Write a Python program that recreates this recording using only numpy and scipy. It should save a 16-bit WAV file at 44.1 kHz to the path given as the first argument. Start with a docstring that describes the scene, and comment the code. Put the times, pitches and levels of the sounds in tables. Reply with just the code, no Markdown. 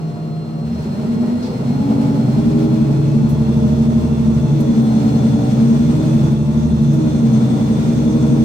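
"""Inside a city bus, pulling away

The six-cylinder diesel idles, then runs up through two gear changes, its orders sweeping through the
cabin's booming resonances. Injectors clatter, the intake hisses and whistles as the turbo spools up,
an accessory drones and gears whine over the road's rumble and roar. A small electric motor sings
steadily, the body jolts twice and the trim ticks now and then."""
import sys
import numpy as np
from scipy import signal
from scipy.fft import rfft, irfft, next_fast_len
from scipy.io import wavfile
from scipy.ndimage import uniform_filter1d, minimum_filter1d

SR = 44100
rng = np.random.default_rng(int(sys.argv[2]) if len(sys.argv) > 2 else 0)


def unload_wav(signal):
    """Save mono or channel-first audio to the path in sys.argv[1] as 16-bit WAV at rate SR, clipped to [-1, 1]."""
    wavfile.write(
        sys.argv[1],
        SR,
        np.round(np.clip(np.atleast_2d(signal).T, -1, 1) * 32767).astype(np.int16),
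    )


N = 372204
T = np.arange(N) / SR
CYLINDERS = 6

# An order is a multiple of the four-stroke cycle rate, played at the nearest whole number. the accessory's
# note, its octave and a higher note (order, level [dB], extra at idle [dB])
ACCESSORY_NOTES = [(27, -37, -1.5), (54, -48.5, -3), (81.6, -55, -3.5)]
# notes of the timing gears (order, level [dB], extra at idle [dB])
TIMING_NOTES = [(48, -44, 0), (71.33, -53, 8), (95.3, -58, 4.5), (118.6, -68.5, 16.5), (191.2, -66.5, 11.5),
                (216.8, -59, -1)]
# the final drive's mesh, following road speed (time [s], pitch [Hz], level [dB])
FINAL_DRIVE = [(2.0, 386.2, -44), (2.6, 408.5, -28), (3.25, 439, -30.5), (3.75, 460, -37),
               (4.5, 454.6, -35.5), (5.0, 448.6, -31), (6.6, 468.3, -42.5), (7.5, 464.7, -35),
               (8.44, 471, -31.5)]


def gain_of(db):
    """Decibels to amplitude."""
    return 10 ** (np.asarray(db) / 20)


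def unit_rms(x):
    """Scales to unit rms."""
    return x / np.sqrt(np.mean(x ** 2) + 1e-20)


def curves(rows):
    """One control signal for each column after the time."""
    times, *columns = np.transpose(rows)
    return [np.interp(T, times, column) for column in columns]


def spectrum_at(points, hz):
    """Reads a spectrum on a log-frequency axis."""
    point_hz, value = np.transpose(points)
    return np.interp(np.log(hz + 1), np.log(point_hz + 1), value)


def drift(rate_hz, points=4096, hop=128):
    """Slow random wander of unit size."""
    hz = np.fft.rfftfreq(points, hop / SR)
    slow = irfft(rfft(rng.standard_normal(points)) * np.exp(-(hz / rate_hz) ** 2))
    return np.interp(np.arange(N) / hop, np.arange(points), unit_rms(slow))


def noise(colour):
    """Unit-rms stereo noise of a given dB colour, alike in both ears in the bass only."""
    # likeness of the two ears (frequency [Hz], correlation)
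    likeness = [(40, 0.44), (150, 1), (300, 0.89), (500, 0.53), (1000, -0.23), (2000, -0.078),
                (5000, 0.021), (12000, -0.03)]
    size = next_fast_len(N, True)
    hz = np.fft.rfftfreq(size, 1 / SR)
    mid, side = rfft(rng.standard_normal((2, size)))
    same = spectrum_at(likeness, hz)
    mid, side = mid * np.sqrt(1 + same), side * np.sqrt(1 - same)
    return unit_rms(irfft(np.array([mid + side, mid - side]) * gain_of(colour(hz)), size)[:, :N])


def tone(hz, level, start_turns, spread_hz=620):
    """A note in the cabin: standing waves pull the ears out of phase, more so as the pitch rises."""
    phase = 2 * np.pi * (np.cumsum(hz) / SR + start_turns) % (2 * np.pi)
    apart = np.minimum(hz / spread_hz, 1) * np.sin(hz / 23 + 2 * np.pi * rng.random())
    return np.sqrt(2) * level * np.cos(np.array([phase + apart, phase - apart], np.float32))


def lift(resonances, hz):
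    """Gain in dB of a note as its pitch passes a set of resonances."""
    return sum(db * np.exp(-((hz - centre) / width) ** 2) for centre, width, db in resonances)


def with_speed(rpm, db_per_octave, cruise_rpm=1350):
    """Level change in dB as the engine runs faster or slower than cruising."""
    return db_per_octave * np.log2(rpm / cruise_rpm)


def engine_state(flywheel_s=.16, idle_fade_rpm=(710, 856)):
    """Crank speed smoothed by the flywheel, its cycle rate, the load and how far the engine idles."""
    # the revs through two gear changes (time [s], crank speed [rpm])
    revs = [(0, 704), (.65, 707), (.92, 975), (1.12, 1052), (1.36, 1064), (1.82, 1240), (2.17, 1242),
            (2.57, 1394), (3.08, 1417), (3.45, 1495), (3.78, 1530), (4.45, 1480), (4.87, 1270),
            (5.55, 1282), (6.15, 1425), (6.7, 1502), (7.33, 1281), (7.58, 1282), (8.15, 1380), (8.44, 1397)]
    # the driver pulls away, eases, presses on and lifts off sharply once (time [s], load [dB])
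    pedal = [(0, -5.5), (.57, -8), (.78, -1.5), (1.1, -0.5), (2.5, 1.15), (3.3, -1.7), (3.7, 0.2),
             (4.4, -1.5), (5, 1.5), (6.3, 2.3), (6.38, -3.5), (6.85, -1.5), (7.2, 0.5), (7.5, 2),
             (7.9, 2.2), (8.44, 1.5)]
    rpm = uniform_filter1d(curves(revs)[0], round(flywheel_s * SR), mode="nearest")
    cycle_hz = rpm / 120 * (1 + .0006 * drift(10))  # two crank turns a cycle
    return rpm, cycle_hz, curves(pedal)[0], np.interp(rpm, idle_fade_rpm, (1, 0))


def engine(rpm, cycle_hz, load_db, idling, weak_db=-3, throb_rpm=(1264, 1490)):
    """Firing notes sweep the cabin's booms; unequal cylinders add sidebands that throb once a cycle."""
    # the firing note and its overtones (order, level [dB], extra at idle [dB])
    firing_notes = [(6, -50, -10), (12, -31.5, -17), (18, -34, 6)]
    # the cabin's standing waves (centre [Hz], width [Hz], lift [dB])
    booms = [(57.4, 5.6, 8.5), (67.86, 2.4, 17.5), (75, 4, 24), (128.7, 3.16, 13.5), (142.7, 8.1, 14),
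             (192, 7.1, 7.5), (225, 12.4, 15)]
    # sidebands from the unequal cylinders (order, relative level [dB])
    sidebands = [(7, 4), (8, -9), (9, 8.5), (10, 6.5), (11, 6), (13, 1), (14, 5), (15, -25), (16, -17.5),
                 (17, 2.5), (19, 0), (20, 1.5), (21, 4), (22, -1.5), (23, -2.5), (24, 8.5), (26, -4),
                 (28, 8.5), (30, -6.5), (32, 5.5), (34, -11.5), (36, 8), (38, 0.5), (44, -10), (50, 2.5)]
    # how strongly the cabin answers the sidebands (frequency [Hz], gain [dB])
    cabin = [(35.0, -75), (58.0, -73), (74.0, -44), (84.0, -49.5), (92.0, -45.5), (115.0, -40),
             (145.0, -28), (185.0, -36), (207.0, -33), (226.0, -21.5), (237.0, -25), (250.0, -40.5),
             (330.0, -50.5), (450.0, -53.5), (650.0, -60.5), (1100.0, -76.5)]
    starts = rng.random(30)  # one phase for each firing order, shared by its sidebands
    out = np.zeros((2, N))
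    for order, db, idle_db in firing_notes:
        hz = round(order) * cycle_hz
        level = gain_of(db + idle_db * idling + lift(booms, hz) + with_speed(rpm, 14))
        out += tone(hz, level * (1 + .2 * drift(4.4)), starts[round(order / CYLINDERS)])
    # at the top of each gear the sidebands fall in step and the throb deepens
    in_step = np.interp(rpm, throb_rpm, (.34, .8))
    effort_db = with_speed(rpm, 12) + .76 * load_db + 2 * idling
    sideband_db = {round(order): db for order, db in sidebands}
    strong_orders = {round(row[0]) for row in firing_notes + ACCESSORY_NOTES + TIMING_NOTES}
    for order in sorted(set(range(7, 57)) - strong_orders):
        hz = order * cycle_hz
        level = gain_of(sideband_db.get(order, weak_db) + spectrum_at(cabin, hz) + effort_db)
        stray = (1 - in_step) * (.5 * rng.standard_normal() + .06 * drift(2))
        out += tone(hz, level * (1 + .43 * drift(3.6)), starts[round(order / CYLINDERS)] + stray)
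    return out


def injectors(cycle_hz, load_db, clatter_db=-49, load_share=.57, ring_s=.03):
    """One click a firing, each cylinder at its own strength, smeared by the ringing engine block."""
    # colour of the clatter (frequency [Hz], relative level [dB])
    clatter_colour = [(500, -25), (850, 0.5), (1100, 11), (1600, 1.5), (2300, -1.5), (2650, 0.5),
                      (3050, -5), (3480, 4), (3900, -14), (5500, -14.5), (6300, -11.5), (7200, -18.5),
                      (9000, -28.5)]
    firings = CYLINDERS * np.cumsum(cycle_hz) / SR
    nearest = np.round(firings).astype(int)
    samples_off = (firings - nearest) / (CYLINDERS * cycle_hz) * SR
    strength = rng.uniform(.6, 1, CYLINDERS)
    clicks = np.exp(-samples_off ** 2 / 2) * strength[nearest % CYLINDERS]
    t = np.arange(SR // 5) / SR
    hz = np.fft.rfftfreq(len(t), 1 / SR)
    ring = rng.standard_normal((2, len(t))) * np.exp(-t / ring_s)
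    block = irfft(rfft(ring) * gain_of(spectrum_at(clatter_colour, hz)), len(t))
    clatter = signal.oaconvolve(clicks[None], block, axes=1)[:, :N]
    return unit_rms(clatter) * gain_of(clatter_db + load_share * load_db)


def turbo_boost(cycle_hz, idling, lag_s=2.5, full_boost=1.35):
    """The turbo spools up slowly once the engine leaves idle."""
    keep = np.exp(-1 / (lag_s * SR))
    drive = (1 - idling) * cycle_hz / cycle_hz.max()
    return full_boost * signal.lfilter([1 - keep], [1, -keep], drive)


def intake(cycle_hz, load_db, boost, hiss_db=-44, whistle_db=-47, spurts_db=1.5, rise=.045):
    """Hiss pulsing with the firings, and fuzzy whistles that come in spurts and climb with boost."""
    # colour of the rushing air (frequency [Hz], relative level [dB])
    hiss_colour = [(900, -6), (1700, 3), (2500, 1.5), (3100, -1), (4500, -0.5), (5200, -1.5), (5900, -4),
                   (7200, -7.5), (8450, -4.5), (8750, -14.5), (10500, -12.5), (13000, -17.5), (15700, -15)]
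    # whistles under boost (centre [Hz], half-width [Hz], relative level [dB])
    whistles = [(3440, 28, -7), (3570, 210, -6), (6150, 710, -3.5), (8300, 160, -10.5)]
    out = noise(lambda hz: spectrum_at(hiss_colour, hz)) * gain_of(hiss_db + load_db + drift(19))
    pedal_db = .53 * load_db  # the spinning turbo follows the pedal less than the hiss does
    for centre_hz, width_hz, db in whistles:
        band = noise(lambda hz: -20 * np.log10(1 + ((hz - centre_hz) / width_hz) ** 2))
        glide = np.exp(2j * np.pi * np.cumsum(centre_hz * rise * (boost - 1)) / SR)
        level = boost * gain_of(db + whistle_db + pedal_db + spurts_db * drift(14))
        out += (signal.hilbert(band, next_fast_len(N))[:, :N] * glide).real * level
    firing = np.cos(2 * np.pi * CYLINDERS * np.cumsum(cycle_hz) / SR)
    return out * (1 + .042 * firing)


def crank_notes(notes, panels, cycle_hz, idling, rough):
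    """Notes locked to the crank; each swells as it passes the resonance of a panel."""
    out = np.zeros((2, N))
    for order, db, idle_db in notes:
        hz = round(order) * cycle_hz
        level = gain_of(db + idle_db * idling + lift(panels, hz))
        out += tone(hz, level * (1 + rough * drift(6.5)), rng.random())
    return out


def accessory(cycle_hz, idling):
    """An engine-driven accessory drones through the panels."""
    # panels it shakes (centre [Hz], width [Hz], lift [dB])
    panels = [(158, 28, 14), (239, 15.4, 19.5), (280.2, 13.1, 16), (312.8, 15.2, 14.5), (494, 34, 14.5),
              (566, 17, 10.5), (623, 17, 11.5), (841, 26, 20.5)]
    return crank_notes(ACCESSORY_NOTES, panels, cycle_hz, idling, rough=.17)


def timing_gears(cycle_hz, idling):
    """The timing gears whine, rising and falling with the revs."""
    # panels they shake (centre [Hz], width [Hz], lift [dB])
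    panels = [(495, 4.8, 7.5), (553, 16, 9), (613, 16, 7), (688, 40, 9.5), (752, 20, 15),
              (870.7, 18.7, 11.5), (911, 18, 9)]
    return crank_notes(TIMING_NOTES, panels, cycle_hz, idling, rough=.28)


def final_drive(overtone_db=-16, rough=.2):
    """The final drive's teeth whine, rising with road speed."""
    hz, db = curves(FINAL_DRIVE)
    level = gain_of(db) * (1 + rough * drift(3.8))
    return tone(hz, level, rng.random()) + tone(2 * hz, level * gain_of(overtone_db), rng.random())


def road(rpm, load_db, idling, rumble_db=-21.5, roar_db=-31.5, flutter_db=1.22):
    """Panels rumble with speed and load; tyres and engine bay roar through the floor, more under load."""
    # colour of the panel rumble (frequency [Hz], relative level [dB])
    rumble_colour = [(20, -34.5), (40, -24.5), (58, -24), (74, -6), (92, -16), (140, -1.5), (190, -8),
                     (226, 7.5), (262, -20), (340, -12), (450, -18), (650, -33), (1000, -58.5)]
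    # colour of the roar (frequency [Hz], relative level [dB])
    roar_colour = [(150, -27.5), (350, 4), (450, 5.5), (520, -5), (620, 4.5), (720, -6), (790, -2),
                   (860, -4), (1000, -6), (1200, -12.5), (1420, -11), (1650, -27), (2400, -25.5),
                   (4000, -55.5)]
    mesh_hz, _ = curves(FINAL_DRIVE)
    rolling_db = 11 * np.log2(mesh_hz / mesh_hz.max())
    effort_db = with_speed(rpm, 4) + .5 * load_db - 3 * idling
    rumble = noise(lambda hz: spectrum_at(rumble_colour, hz))
    rumble *= gain_of(rumble_db + rolling_db + effort_db)
    roar = noise(lambda hz: spectrum_at(roar_colour, hz))
    roar *= gain_of(roar_db + .87 * load_db + flutter_db * drift(25))
    return rumble + roar


def electric_motor(waver=.00097, flutter_db=2.2):
    """A small electric motor sings thin, steady tones that flutter in each ear."""
    # its tones (pitch [Hz], level [dB])
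    tones = [(2785, -60.5), (4177, -50.5), (5570, -64)]
    # their shared swell (time [s], gain [dB])
    swell = [(0, -4.5), (1.3, -1.5), (3.3, -4.5), (4.2, -7.5), (5.1, 0), (6.5, -7), (7.2, -3.5),
             (8.44, -6.5)]
    swell_db, = curves(swell)
    speed = 1 + waver * drift(3.26)
    out = np.zeros((2, N))
    for hz, db in tones:
        flutter = flutter_db * np.array([drift(22), drift(22)])
        out += tone(hz * speed, gain_of(db + swell_db + flutter), rng.random(), spread_hz=6000)
    return out


def knocks(rows, attack_s, stereo_width):
    """Short bursts of noise in one band each, dying away."""
    out, t = np.zeros((2, N)), np.arange(SR // 2) / SR
    hz = np.fft.rfftfreq(len(t), 1 / SR) + 1
    for start_s, db, centre_hz, octaves, decay_s in rows:
        band = np.exp(-.5 * (np.log2(hz / centre_hz) / octaves) ** 2)
        mid, side = irfft(band * np.exp(2j * np.pi * rng.random((2, len(hz)))), len(t))
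        stereo = np.array([mid + stereo_width * side, mid - stereo_width * side])
        envelope = (1 - np.exp(-t / attack_s)) * np.exp(-t / decay_s)
        burst = unit_rms(stereo * envelope) * np.sqrt(np.mean(envelope ** 2))
        slot = out[:, round(start_s * SR):][:, :len(t)]
        slot += gain_of(db) * burst[:, :slot.shape[1]]
    return out


def body_jolts():
    """The body jolts with soft, low thuds near the centre."""
    # thuds (time [s], level [dB], centre [Hz], width [octaves], decay [s])
    jolts = [(.69, -20.5, 76, 0.041, 0.079), (6.31, -26, 42, .6, 0.043)]
    return knocks(jolts, attack_s=.044, stereo_width=.1)


def trim_ticks():
    """The trim ticks, squeaks and scuffs, bright and wide."""
    # small trim noises (time [s], level [dB], centre [Hz], width [octaves], decay [s])
    ticks = [(.72, -53, 5650, .02, .07), (1.424, -39, 4500, 0.31, 0.071), (3.29, -40.5, 10400, 0.95, 0.025),
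             (4.602, -36, 7990, 0.87, 0.013), (4.82, -48, 12000, 0.45, .02),
             (6.93, -46, 12060, 0.59, 0.027), (7.33, -41, 6300, 0.027, 0.038)]
    return knocks(ticks, attack_s=.0027, stereo_width=1)


def scene():
    """Everything heard from a window seat."""
    rpm, cycle_hz, load_db, idling = engine_state()
    diesel = engine(rpm, cycle_hz, load_db, idling) + injectors(cycle_hz, load_db)
    diesel += intake(cycle_hz, load_db, turbo_boost(cycle_hz, idling))
    diesel += accessory(cycle_hz, idling) + timing_gears(cycle_hz, idling)
    rattles = trim_ticks() + body_jolts()
    return diesel + final_drive() + road(rpm, load_db, idling) + electric_motor() + rattles


def record(dry, ceiling=.74, cutoff_hz=15800):
    """A limiter holds down the tallest throbs; a steep low-pass takes off the very top."""
    allowed_gain = np.minimum(1, ceiling / (abs(dry).max(0) + 1e-9))
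    limited = dry * uniform_filter1d(minimum_filter1d(allowed_gain, size=700), size=700)
    lowpass = signal.firwin(511, cutoff_hz, window=("kaiser", 9), fs=SR)
    return signal.oaconvolve(limited, lowpass[None], "same")


dry = scene()
out = record(dry)
unload_wav(out)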